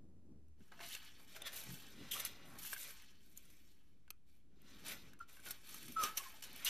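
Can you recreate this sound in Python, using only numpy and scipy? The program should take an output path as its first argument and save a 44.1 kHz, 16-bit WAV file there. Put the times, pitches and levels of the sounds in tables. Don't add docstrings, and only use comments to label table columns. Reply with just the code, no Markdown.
import sys
import numpy as np
from scipy import signal
from scipy.fft import rfft, irfft, next_fast_len
from scipy.io import wavfile

SR = 44100
rng = np.random.default_rng(int(sys.argv[2]) if len(sys.argv) > 2 else 0)


def int16_out(signal):
    q = np.round(np.clip(np.atleast_2d(signal).T, -1, 1) * 32767)
    wavfile.write(sys.argv[1], SR, q.astype(np.int16))


N = 295029
TIME = np.arange(N) / SR
FFT_SIZE = next_fast_len(N + 4096, True)
HZ = np.arange(FFT_SIZE // 2 + 1) * SR / FFT_SIZE


def undb(db):
    return 10 ** (np.asarray(db) / 20)


def unit(x):
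    return x / np.sqrt(np.mean(x ** 2) + 1e-30)


def colour(points):
    hz, db = np.transpose(points)
    return undb(np.interp(np.log(HZ + 1), np.log(hz), db))


def shape(x, gain):
    return irfft(rfft(x, FFT_SIZE) * gain, FFT_SIZE)[:N]


def above(hz):
    return 1 - 1 / (1 + (HZ / hz) ** 8)


def walk(rate):
    knots = np.arange(0, N / SR + 1, 1 / (2 * rate))
    return unit(np.interp(TIME, knots, rng.standard_normal(N)[:len(knots)]))


def add(out, start_s, sound):
    start = int(start_s * SR)
    part = sound[:max(N - start, 0)]
    out[start:start + len(part)] += part


def burst(t, t60):
    return rng.standard_normal(len(t)) * np.exp(-np.log(1000) * t / t60)


def modal_response(modes, t):
    return sum(undb(db) * 2 * np.pi * width / SR * np.exp(-np.pi * width * t) * np.cos(2 * np.pi * hz * t)
               for hz, width, db in modes)


def swells(table, wander):
    out, drift = np.zeros(N), walk(rate=334)
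    for peak, half_width, hz, db in table:
        near = np.abs(TIME - peak) < 4 * half_width
        phase = 2 * np.pi * np.cumsum(hz * (1 + wander * drift[near])) / SR
        envelope = np.exp(-((TIME[near] - peak) / half_width) ** 2)
        out[near] += undb(db) * np.sqrt(2) * envelope * np.sin(phase)
    return out


# (frequency [Hz], relative level [dB])
AIR_SPECTRUM = [(15, -6), (32, -4), (50, 1), (75, 0), (110, -8), (200, -17), (400, -26), (1000, -33),
                (4000, -38), (14000, -44)]


def air(level_db):
    return undb(level_db) * unit(shape(rng.standard_normal(N), colour(AIR_SPECTRUM)))


# (frequency [Hz], relative level [dB])
RUMBLE_SPECTRUM = [(60, -11), (110, -3), (170, -1), (240, 0), (320, -4), (450, -14), (800, -27),
                   (2000, -45), (6000, -70)]
# (peak time [s], rise and fall constant [s], level [dB])
RUMBLE_SWELLS = [(0.029, 0.25, -64), (.32, 0.086, -62), (0.611, 0.017, -60), (.83, 0.13, -67),
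                 (1.36, 0.34, -69.5), (1.715, .06, -59), (2.015, 0.036, -52.5), (2.13, 0.5, -64),
                 (2.54, .1, -61), (3.4, 0.66, -72), (3.949, 0.033, -74.5), (4.65, 0.18, -69),
                 (4.879, 0.21, -62), (5.1, 0.071, -63.5), (5.46, 0.093, -67.5), (5.88, 0.15, -61),
                 (6.06, 0.044, -60), (6.55, 0.23, -66)]
# (peak time [s], half-width [s], frequency [Hz], level [dB])
LOW_BUMPS = [(.1, 0.19, 86.2, -69), (.48, 0.13, 80, -64.5), (.606, .003, 250, -59),
             (1.715, 0.035, 130.3, -52.5), (1.722, 0.03, 174.3, -55), (5.895, .012, 233, -55)]


def rumble():
    power = sum((undb(db) * np.exp(-np.abs(TIME - peak) / tau)) ** 2 for peak, tau, db in RUMBLE_SWELLS)
    low_noise = unit(shape(rng.standard_normal(N), colour(RUMBLE_SPECTRUM)))
    return low_noise * np.sqrt(power) + swells(LOW_BUMPS, wander=0.13)


# (frequency [Hz], relative gain [dB])
ROOM_RESPONSE = [(200, -18.5), (1500, 6.5), (4000, -12.0), (8000, -10.5), (14000, -25.0)]


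def room(x, t60, gain_db):
    t = TIME[:SR // 2]
    tail = burst(t, t60) * (t > .004)
    wet = signal.fftconvolve(x, tail / np.linalg.norm(tail))[:N]
    return undb(gain_db) * shape(wet, colour(ROOM_RESPONSE))


# (onset [s], duration [s], initial frequency [Hz], level [dB])
SURFACE_SQUEAKS = [(5.197, 0.015, 1395, -45), (5.456, 0.051, 1512, -59), (5.955, 0.09, 1354, -39.5),
                   (6.192, 0.016, 1122, -49.5), (6.247, .028, 1087, -57)]


def squeaks(jitter, shimmer_db, attack_s=0.021, sag_hz_per_s=1582, recover_s=0.087):
    out, drift, shimmer = np.zeros(N), walk(rate=290), walk(rate=170)
    for onset, length, hz, db in SURFACE_SQUEAKS:
        on = (TIME > onset) & (TIME < onset + 4 * length)
        age = TIME[on] - onset
        released = np.maximum(age - length, 0)
        sag = sag_hz_per_s * np.minimum(age, length) * np.exp(-released / recover_s)
        phase = 2 * np.pi * np.cumsum((hz - sag) * (1 + jitter * drift[on])) / SR
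        attack = np.sin(np.pi / 2 * np.clip(age / attack_s, 0, 1)) ** 2
        decay = np.exp(-released / (0.35 * length))
        gain = attack * decay * undb(db + shimmer_db * shimmer[on])
        out[on] += np.sqrt(2) * gain * np.sin(phase)
    return out


# (peak time [s], half-width [s], frequency [Hz], level [dB])
DRAG_RINGS = [(.83, 0.041, 685, -61.5), (.952, 0.0048, 2830, -48.5), (1.40, 0.066, 645, -69),
              (1.352, 0.0038, 3230, -57), (1.422, 0.0033, 3600, -46.5), (1.468, 0.021, 3350, -50),
              (1.475, 0.022, 1760, -55.5), (2.120, 0.0087, 3300, -44), (2.138, .011, 3200, -44.5),
              (2.165, 0.011, 1188, -50.5), (2.205, 0.017, 2160, -61), (3.376, .0015, 7080, -48.5),
              (4.107, 0.003, 2700, -55), (6.042, .010, 5950, -43.5), (6.177, 0.0059, 5870, -39),
              (6.675, 0.011, 3000, -45)]


def rings():
    return swells(DRAG_RINGS, wander=0.0615)


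# (frequency [Hz], bandwidth [Hz], relative level [dB])
WOOD_MODES = [(600, 140, -13), (1210, 43, 1), (1546, 150, 15), (2170, 62, 10), (2700, 47, 10.5),
              (3350, 55, -32), (4370, 230, -29)]
# (time [s], peak level [dB], contact time [s])
BLOCK_KNOCKS = [(0.606, -65, 0.0017), (0.72, -48.5, 0.0026), (0.7924, -46, 0.0021), (0.8088, -43.5, 0.0042),
                (0.9513, -42.5, 0.0013), (1.086, -57, 0.0012), (1.363, -53, 0.0017), (2.649, -44, 0.0016),
                (2.7305, -33, 0.0021), (2.763, -41, 0.0034), (4.0792, -55, 0.0019), (5.1333, -53.5, 0.0007),
                (5.369, -53, 0.0017), (5.3943, -54, .0016)]


def knocks(chatter_db, chatter_s):
    out, t = np.zeros(N), TIME[:4096]
    response = modal_response(WOOD_MODES, t)
    for onset, db, contact_s in BLOCK_KNOCKS:
        contact = np.exp(-t / contact_s) + undb(chatter_db) * np.exp(-t / chatter_s)
        force = rng.standard_normal(len(t)) * contact
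        knock = signal.fftconvolve(force, response)
        add(out, onset, undb(db) * knock / np.abs(knock).max())
    return out


# (frequency [Hz], bandwidth [Hz], relative level [dB])
TOOL_RESONANCES = [(1230, 100, 5), (2700, 510, 0), (3460, 495, -11.5), (4300, 300, -1.5), (6270, 250, 7),
                   (6640, 510, -21), (8370, 170, 8), (9630, 440, 0), (10800, 320, 7.5), (11300, 640, 2.5),
                   (12740, 1100, 4.5), (13060, 550, 9)]
# (time [s], peak level [dB], 60 dB decay time [s], treble gain [dB])
TOOL_CLICKS = [(.4835, -67, 0.013, -12), (0.9498, -36.5, 0.022, -19), (1.4194, -35.5, 0.017, -3),
               (1.637, -42, 0.033, 16), (1.723, -42.5, .03, 10), (2.25, -25.5, 0.026, 3),
               (3.0213, -50, 0.022, 2), (3.3677, -51, 0.016, 8), (3.374, -42, 0.032, 23),
               (3.502, -53, 0.019, -6), (4.1048, -30.5, 0.016, -5), (4.6186, -51, 0.0033, 20),
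               (5.134, -55.5, .016, -17), (5.1905, -54.5, 0.019, -18), (5.485, -46, 0.014, 10),
               (5.5078, -32.5, 0.0085, 3), (5.6907, -42, 0.054, -7), (5.7436, -38, 0.035, -4.5),
               (5.8813, -41.5, 0.041, -15), (5.92, -41.5, 0.045, 5), (6.0368, -23.5, 0.018, -7),
               (6.1726, -26, 0.016, 12), (6.1771, -32.5, 0.047, -12), (6.5297, -44.5, 0.028, 0),
               (6.561, -41.5, 0.014, 15), (6.647, -26, 0.097, 25), (6.6516, -37, .018, 12)]


def clicks(crack_db):
    out, t = np.zeros(N), TIME[:4096]
    response = modal_response(TOOL_RESONANCES, t)
    response[0] += undb(crack_db)
    highpass = signal.butter(1, 7000, "high", fs=SR)
    for onset, db, t60, treble_db in TOOL_CLICKS:
        click = signal.fftconvolve(burst(t, t60), response)[:len(t)]
        click = click + (undb(treble_db) - 1) * signal.lfilter(*highpass, click)
        add(out, onset, undb(db) * click / np.abs(click).max())
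    return out


# (frequency [Hz], relative level [dB])
CLOTH_SPECTRUM = [(180, -40.5), (380, -9.5), (680, -11), (850, -10), (1100, -8.5), (1500, -5), (2100, 0),
                  (3000, 2), (4200, -0.5), (4900, -5), (5900, -3.5), (7200, -7.5), (9500, -7), (10600, -5),
                  (14000, -0.5), (15000, -31)]
# (edge frequency [Hz], ...)
FOLD_BANDS = [(600, 900), (1900, 2600, 3500, 5000), (9000, 11000, 12600)]


def friction(amplitudes, grain_db, flutter_db, fold_db):
    grain_size = np.minimum(rng.exponential(size=N), 4)
    grains = rng.standard_normal(N) * undb(grain_db * grain_size)
    grains *= undb(flutter_db * walk(rate=73))
    spectrum = rfft(grains, FFT_SIZE) * colour(CLOTH_SPECTRUM)
    over_bass, over_middle = above(1300), above(6150)
    shares = (1 - over_bass, over_bass * (1 - over_middle), over_middle)
    out = np.zeros(N)
    for amplitude, share, edges in zip(amplitudes, shares, FOLD_BANDS):
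        rub, band_index = np.zeros(N), np.searchsorted(edges, HZ)
        for k in range(len(edges) + 1):
            sub_band = irfft(spectrum * np.sqrt(share) * (band_index == k), FFT_SIZE)[:N]
            rub += sub_band * undb(fold_db * walk(rate=22))
        out += amplitude * unit(rub)
    return out


# (onset [s], rise time [s], decay constant [s], relative mid level [dB],
# treble re mid [dB], bass re mid [dB])
LEATHER_SCRAPES = [(.715, .004, 0.021, -69.5, -24, 7), (0.799, 0.0056, 0.017, -60.5, -26, 3.5),
                   (.824, 0.011, 0.037, -58, -25, -9), (1.344, 0.021, 0.012, -58.5, 0.5, -2),
                   (1.447, 0.024, 0.02, -49.5, -5.5, -11), (1.528, 0.002, 0.018, -60, 5.5, -6),
                   (1.554, 0.01, 0.029, -60, 10.5, -15), (2.109, 0.0092, 0.0096, -50, 8.5, -33),
                   (2.131, 0.0052, 0.035, -58.5, 11, -29), (2.194, 0.0097, 0.0041, -47, 4.5, -12),
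                   (2.252, 0.0077, 0.016, -51.5, 1.5, -22), (2.584, 0.0043, 0.014, -66, 11.5, -17.5),
                   (5.452, 0.012, 0.019, -56, -17, -5), (5.505, 0.0049, 0.0062, -58.5, 15, -9),
                   (6.027, 0.01, 0.031, -46, -2, -4.5), (6.17, 0.0056, 0.014, -46.5, 2.5, -20),
                   (6.421, 0.005, 0.011, -55, 3, -11.5), (6.436, 0.0022, 0.012, -63.5, 8, -8),
                   (6.648, 0.019, 0.13, -40.5, -5, -18.5)]


def scrapes():
    amplitudes, age = np.zeros((3, N)), TIME[:SR // 3]
    for onset, rise, fall, db, treble_db, bass_db in LEATHER_SCRAPES:
        stroke = np.clip(age / rise, 0, 1) * np.exp(-np.maximum(age - rise, 0) / fall)
        for band, band_db in zip(amplitudes, (bass_db, 0, treble_db)):
            add(band, onset, undb(db + band_db) * stroke)
    return friction(amplitudes, grain_db=1.0, flutter_db=0.9, fold_db=1.5)


def crinkles(drive, per_second, gain_db, t60):
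    out, t = np.zeros(N), TIME[:1024]
    for when, pitch, weakness in rng.random((int(per_second * N / SR), 3)):
        onset = when * (N - 1) / SR
        crease = modal_response([(7500 + 6000 * pitch, 1500, 0)], t[:128])
        pop = signal.fftconvolve(burst(t, t60), crease)
        peak = undb(gain_db - 11 * weakness) * drive[int(onset * SR)]
        add(out, onset, peak * pop / np.abs(pop).max())
    return out


# (onset [s], duration [s], decay constant [s], relative mid level [dB],
# treble re mid [dB], bass re mid [dB])
GLOVE_STROKES = [(0.572, 0.11, 0.2, -81.5, -2.5, -4.5), (.71, 0.085, .04, -75.5, -7, -2.5),
                 (0.787, 0.17, 0.024, -59, -2, -17), (0.908, 0.031, 0.012, -58, -7, -29),
                 (0.924, .14, 0.11, -63, -11, -14), (1.172, 0.055, 0.052, -77, 2, 2),
                 (1.258, 0.078, 0.059, -67, -4, -17), (1.347, 0.15, 0.07, -65.5, -23, -0.5),
                 (1.503, 0.094, 0.22, -59.5, -1.5, -7.5), (1.683, 0.064, 0.11, -69.5, 6.5, -18),
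                 (1.78, 0.22, 0.1, -68, -12.5, -9), (1.994, 0.1, .03, -63.5, -12.5, -7),
                 (2.118, 0.089, 0.086, -52.5, -6, -9), (2.322, .14, 0.023, -69.5, -19, -6),
                 (2.415, 0.15, 0.056, -72, -1.5, 5.5), (2.571, 0.17, 0.019, -60, 5, -11.5),
                 (2.753, 0.084, 0.033, -61.5, 6.5, -14), (2.822, 0.076, 0.051, -60, 0, -11.5),
                 (2.93, 0.091, 0.14, -68, -10, -13.5), (3.174, 0.15, .08, -79.5, 1, -14.5),
                 (3.3, 0.24, 0.24, -74.5, -2, -12.5), (4.253, 0.088, 0.076, -83, -3, -16.5),
                 (4.578, 0.42, 0.074, -67, -10, -9.5), (4.837, 0.087, 0.029, -55, 0, -6),
                 (4.913, 0.072, 0.05, -76, 0, -3), (5.018, 0.066, 0.05, -71.5, -10, -5.5),
                 (5.192, 0.033, .03, -75.5, -11, -1), (5.274, 0.039, 0.35, -72.5, 1, -4.5),
                 (5.43, 0.072, 0.063, -62.5, 1.5, -8.5), (5.607, 0.23, 0.24, -63, 0, -11),
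                 (5.971, 0.083, 0.054, -55, 0, -3), (6.13, 0.11, 0.12, -61, -1, -5.5),
                 (6.344, 0.057, .04, -70, -3, -22), (6.42, 0.084, 0.11, -63, -10, -5.5),
                 (6.525, 0.14, .05, -59.5, -7, -13)]


def gloves(attack_share=0.35, steepness=1.6, bass_exponent=0.79, treble_exponent=1.44):
    power, exponents = np.zeros((3, N)), (bass_exponent, 1, treble_exponent)
    for onset, length, release, db, treble_db, bass_db in GLOVE_STROKES:
        near = (TIME > onset - length) & (TIME < onset + length + 10 * release)
        age = TIME[near] - onset
        swell = (1 + np.tanh(steepness * (age / (attack_share * length) - .5))) / 2
        speed = swell * np.exp(-np.maximum(age - length, 0) / release)
        for band, band_db, exponent in zip(power, (bass_db, 0, treble_db), exponents):
            band[near] += (undb(db + band_db) * speed ** exponent) ** 2
    amplitudes = np.sqrt(power)
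    rub = friction(amplitudes, grain_db=3.0, flutter_db=0.88, fold_db=1.98)
    return rub + crinkles(drive=amplitudes[2], per_second=70, gain_db=18, t60=.014)


def early_reflections(x, echo_db, turn_rad):
    out, t = x, TIME[:1024]
    angle = turn_rad * walk(rate=3)
    for weight in (np.cos(angle), np.sin(angle)):
        echoes = rng.standard_normal(len(t)) * np.exp(-t / 0.0052) * (t > .0005)
        out = out + undb(echo_db) * weight * signal.fftconvolve(x, echoes / np.linalg.norm(echoes))[:N]
    return out


def widen(x, side_db):
    side = undb(side_db) * shape(x * np.tanh(walk(rate=4300)), above(5400) * above(5080))
    return np.array([x + side, x - side])


def scene():
    rubbing = early_reflections(gloves() + scrapes(), echo_db=-9.0, turn_rad=1.23) * undb(1.0)
    impacts = clicks(crack_db=-57) + knocks(chatter_db=-17.0, chatter_s=0.018)
    hands = rubbing + impacts + rings() + squeaks(jitter=0.017, shimmer_db=2.05)
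    reverberation = room(hands, t60=0.16, gain_db=-15.5)
    return widen(hands + reverberation + rumble() + air(level_db=-73), side_db=-3.0)


def record(dry):
    cutoff_hz, dc_offset = 14250, -.0016
    lowpass = signal.ellip(10, .2, 70, cutoff_hz, fs=SR, output="sos")
    return signal.sosfilt(lowpass, dry) + dc_offset


dry = scene()
out = record(dry)
int16_out(out)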